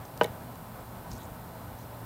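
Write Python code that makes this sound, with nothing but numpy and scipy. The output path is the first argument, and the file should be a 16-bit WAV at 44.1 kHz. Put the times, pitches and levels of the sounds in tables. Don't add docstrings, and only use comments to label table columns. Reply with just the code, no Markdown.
import sys
import numpy as np
from scipy import signal
from scipy.fft import rfft, irfft
from scipy.io import wavfile

SR = 44100
rng = np.random.default_rng(int(sys.argv[2]) if len(sys.argv) > 2 else 0)


def digitize_waveform(pressure):
    field = np.atleast_2d(pressure).T
    bounded = np.clip(field, -1, 1)
    quanta = np.round(bounded * 32767).astype(np.int16)
    wavfile.write(sys.argv[1], SR, quanta)


N = 90404
TIME = np.arange(N) / SR

# frequency_hz, relative_db
RUMBLE_COLOUR = [(24, -40), (38, -9.5), (55, -5.5), (70, -8), (86, -2), (105, -6), (150, -10), (195, -7),
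                 (245, -8), (333, -16), (480, -14.5), (640, -12.5), (800, -12.5), (980, -13), (1180, -19.5),
                 (1450, -21), (1820, -26.5), (2800, -34), (6000, -48)]
# pitch_hz, level_db, wander_hz
HUM_TONES = [(117, -50, 1.96), (167.2, -58.5, 3.1), (644.3, -61.5, 5.96), (1297, -65, 5.8),
             (1510, -68, 5.4)]
# frequency_hz, relative_db
HISS_COLOUR = [(1500, -9), (4300, -6.5), (6200, -11), (8000, -7.5), (9500, -6), (11600, -7), (12700, -1.5),
               (13400, -1), (13700, 1.5), (13950, -4), (15800, -3)]
# start_s, level_db, centre_hz, filter_width_hz, length_s
SKIN_RUBS = [(1.1, -52.5, 5240, 6000, .05), (1.138, -57, 6000, 3000, 0.051), (1.17, -61, 3640, 1000, .08),
             (1.193, -62, 7200, 2500, 0.092), (1.772, -61, 5900, 900, 0.031), (1.784, -62, 5450, 5000, .07)]
# start_s, level_db, centre_hz, filter_width_hz, t60_s
SKIN_SMACKS = [(0.0522, -47, 5500, 2000, 0.016), (0.175, -39.5, 4300, 9000, .016),
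               (0.2345, -34, 8300, 15000, .02), (0.2430, -32, 8000, 15000, .01),
               (0.2603, -43, 5000, 6000, 0.007), (0.556, -49, 8000, 8900, 0.011),
               (1.116, -40, 5900, 2300, 0.013), (1.1340, -47, 7000, 8000, 0.016),
               (1.1810, -45, 8200, 3000, 0.0098), (1.2205, -46, 3700, 1100, .01)]
# pitch_hz, relative_db, t60_s
BONE_MODES = [(1886, 1, 0.051), (2210, -1, 0.056), (3016, -2, 0.039), (3600, 5, .02), (3950, 2.5, 0.021),
              (6450, -7.5, 0.023)]
# pitch_hz, relative_db, t60_s
TABLE_MODES = [(136, -39.5, 0.22), (182.5, -34.5, .14)]
# frequency_hz, relative_db
SLAP_COLOUR = [(50, -30), (140, -19), (500, -6), (1500, 4), (3300, -3), (4400, -8), (5600, -12),
               (7500, -23), (15000, -28)]
# pitch_hz, relative_db, unsmothered_t60_s
BLOCK_MODES = [(191, -29, 0.13), (330, -21, 0.036), (462, -16, 0.073), (611, -15, 0.05), (845, -9, .023),
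               (910, -7.5, .01), (965, -14.5, 0.052), (1243, -23, 0.031), (1438, -24.5, .046),
               (1534, -19, 0.034), (2117, -30, 0.028), (2354, -33.5, .039), (2951, -22, 0.026),
               (3200, -42, 0.055)]
# start_s, force_db, contact_s
BODY_LANDINGS = [(0.2115, 0.5, 0.00013), (0.2341, -20, 0.00087), (0.2466, -9.5, .0014)]
FIRST_LANDING_S, LAST_LANDING_S = BODY_LANDINGS[0][0], BODY_LANDINGS[-1][0]


def from_db(db):
    return 10 ** (np.asarray(db) / 20)


def unit_rms(x):
    return x / np.sqrt(np.mean(x ** 2) + 1e-20)


def coloured_noise(colour):
    hz, db = np.transpose(colour)
    bins_hz = np.maximum(np.fft.rfftfreq(N, 1 / SR), 1)
    curve = from_db(np.interp(np.log(bins_hz), np.log(hz), db))
    return unit_rms(irfft(rfft(rng.standard_normal(N)) * curve, N))


def waver():
    return coloured_noise([(1, 0), (8, 0), (30, -30), (200, -100)])


def band_pass(x, hz, width_hz):
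    b, a = signal.iirpeak(hz, hz / width_hz, fs=SR)
    return unit_rms(signal.lfilter(b, a, signal.lfilter(b, a, x)))


def decay(start_s, t60_s):
    return (TIME >= start_s) * np.exp(-np.log(1000) * np.maximum(TIME - start_s, 0) / t60_s)


def push(start_s, contact_s):
    force = np.sin(np.pi * np.clip((TIME - start_s) / contact_s, 0, 1)) ** 2
    return force / (force.sum() + 1e-12)


def ring(force, modes):
    out = np.zeros(N)
    for k, (hz, db, t60_s) in enumerate(modes):
        radius = np.exp(-np.log(1000) / (t60_s * SR))
        angle = 2 * np.pi * hz / SR
        feedback = [1, -2 * radius * np.cos(angle), radius ** 2]
        out += (-1) ** k * from_db(db) * signal.lfilter([0, np.sin(angle)], feedback, force + 1e-18)
    return out


def rumble(level_db=-44.5, waver_db=0.7):
    return from_db(level_db + waver_db * waver()) * coloured_noise(RUMBLE_COLOUR)


def machine_hum(waver_db=2.5):
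    out = np.zeros(N)
    for hz, db, wander_hz in HUM_TONES:
        phase = 2 * np.pi * np.cumsum(hz + wander_hz * waver()) / SR
        out += from_db(db) * unit_rms(from_db(waver_db * waver()) * np.sin(phase))
    return out


def hiss(level_db=-53.5, echo_s=0.001748, echo_gain=0.2, ripple_db=1.8):
    bins_hz = np.fft.rfftfreq(N, 1 / SR)
    comb = 1 + echo_gain * np.exp(-2j * np.pi * bins_hz * echo_s)
    ripple = np.interp(bins_hz, np.linspace(0, SR / 2, 200), rng.standard_normal(200))
    spectrum = rfft(coloured_noise(HISS_COLOUR)) * comb * from_db(ripple_db * ripple)
    return from_db(level_db) * unit_rms(irfft(spectrum, N))


def yard_reflections(near, level_db=-19, t60_s=0.19, high_cut_hz=3550):
    tail = signal.sosfilt(signal.butter(2, high_cut_hz, fs=SR, output="sos"), rng.standard_normal(N))
    tail *= decay(0.005, t60_s)
    return from_db(level_db) * signal.fftconvolve(near, tail / np.linalg.norm(tail))[:N]


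def air_puff(peak_s=1.115, spread_s=0.045, centre_hz=55, level_db=-45):
    air = band_pass(rng.standard_normal(N), centre_hz, centre_hz / 2)
    swell = np.exp(-((TIME - peak_s) / spread_s) ** 2)
    return from_db(level_db) * swell * air


def skin_rubs(grains_per_s=1500):
    out = np.zeros(N)
    for start_s, db, hz, width_hz, length_s in SKIN_RUBS:
        grains = (rng.random(N) < grains_per_s / SR) * rng.standard_normal(N)
        swell = np.sin(np.pi * np.clip((TIME - start_s) / length_s, 0, 1))
        out += from_db(db) * swell * band_pass(grains, hz, width_hz)
    return out


def skin_smacks():
    out = np.zeros(N)
    for start_s, db, hz, width_hz, t60_s in SKIN_SMACKS:
        out += from_db(db) * decay(start_s, t60_s) * band_pass(rng.standard_normal(N), hz, width_hz)
    return out


def bone_knock(start_s=0.2433, level_db=-35):
    return from_db(level_db) * ring(push(start_s, contact_s=3 / SR), BONE_MODES)


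def body_settle(level_db=-34, spread_s=0.0078):
    swell = np.exp(-((TIME - LAST_LANDING_S - spread_s / 2) / spread_s) ** 2)
    return from_db(level_db) * swell * band_pass(rng.standard_normal(N), hz=550, width_hz=440)


def table_shudder(lag_s=0.00804):
    return ring(push(FIRST_LANDING_S + lag_s, contact_s=0.0033), TABLE_MODES)


def flesh_slap(level_db=-31, t60_s=0.062):
    return from_db(level_db) * decay(FIRST_LANDING_S, t60_s) * coloured_noise(SLAP_COLOUR)


def block_thud(smother_s=0.033, low_cut_hz=99):
    wood = np.zeros(N)
    for start_s, db, contact_s in BODY_LANDINGS:
        smother = np.exp(-((TIME - start_s) / smother_s) ** 2)
        wood += from_db(db) * ring(-push(start_s, contact_s), BLOCK_MODES) * smother
    return signal.sosfilt(signal.butter(2, low_cut_hz, "high", fs=SR, output="sos"), wood)


def scene():
    near = block_thud() + flesh_slap() + table_shudder() + body_settle()
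    near += bone_knock() + skin_smacks() + skin_rubs()
    return (near + yard_reflections(near) + rumble() + machine_hum() + hiss() + air_puff())[None]


def record(dry, low_cut_hz=33, high_cut_hz=15780):
    dry = signal.sosfilt(signal.butter(4, low_cut_hz, "high", fs=SR, output="sos"), dry)
    return signal.sosfilt(signal.ellip(12, 0.1, 70, high_cut_hz, fs=SR, output="sos"), dry)


dry = scene()
out = record(dry)
digitize_waveform(out)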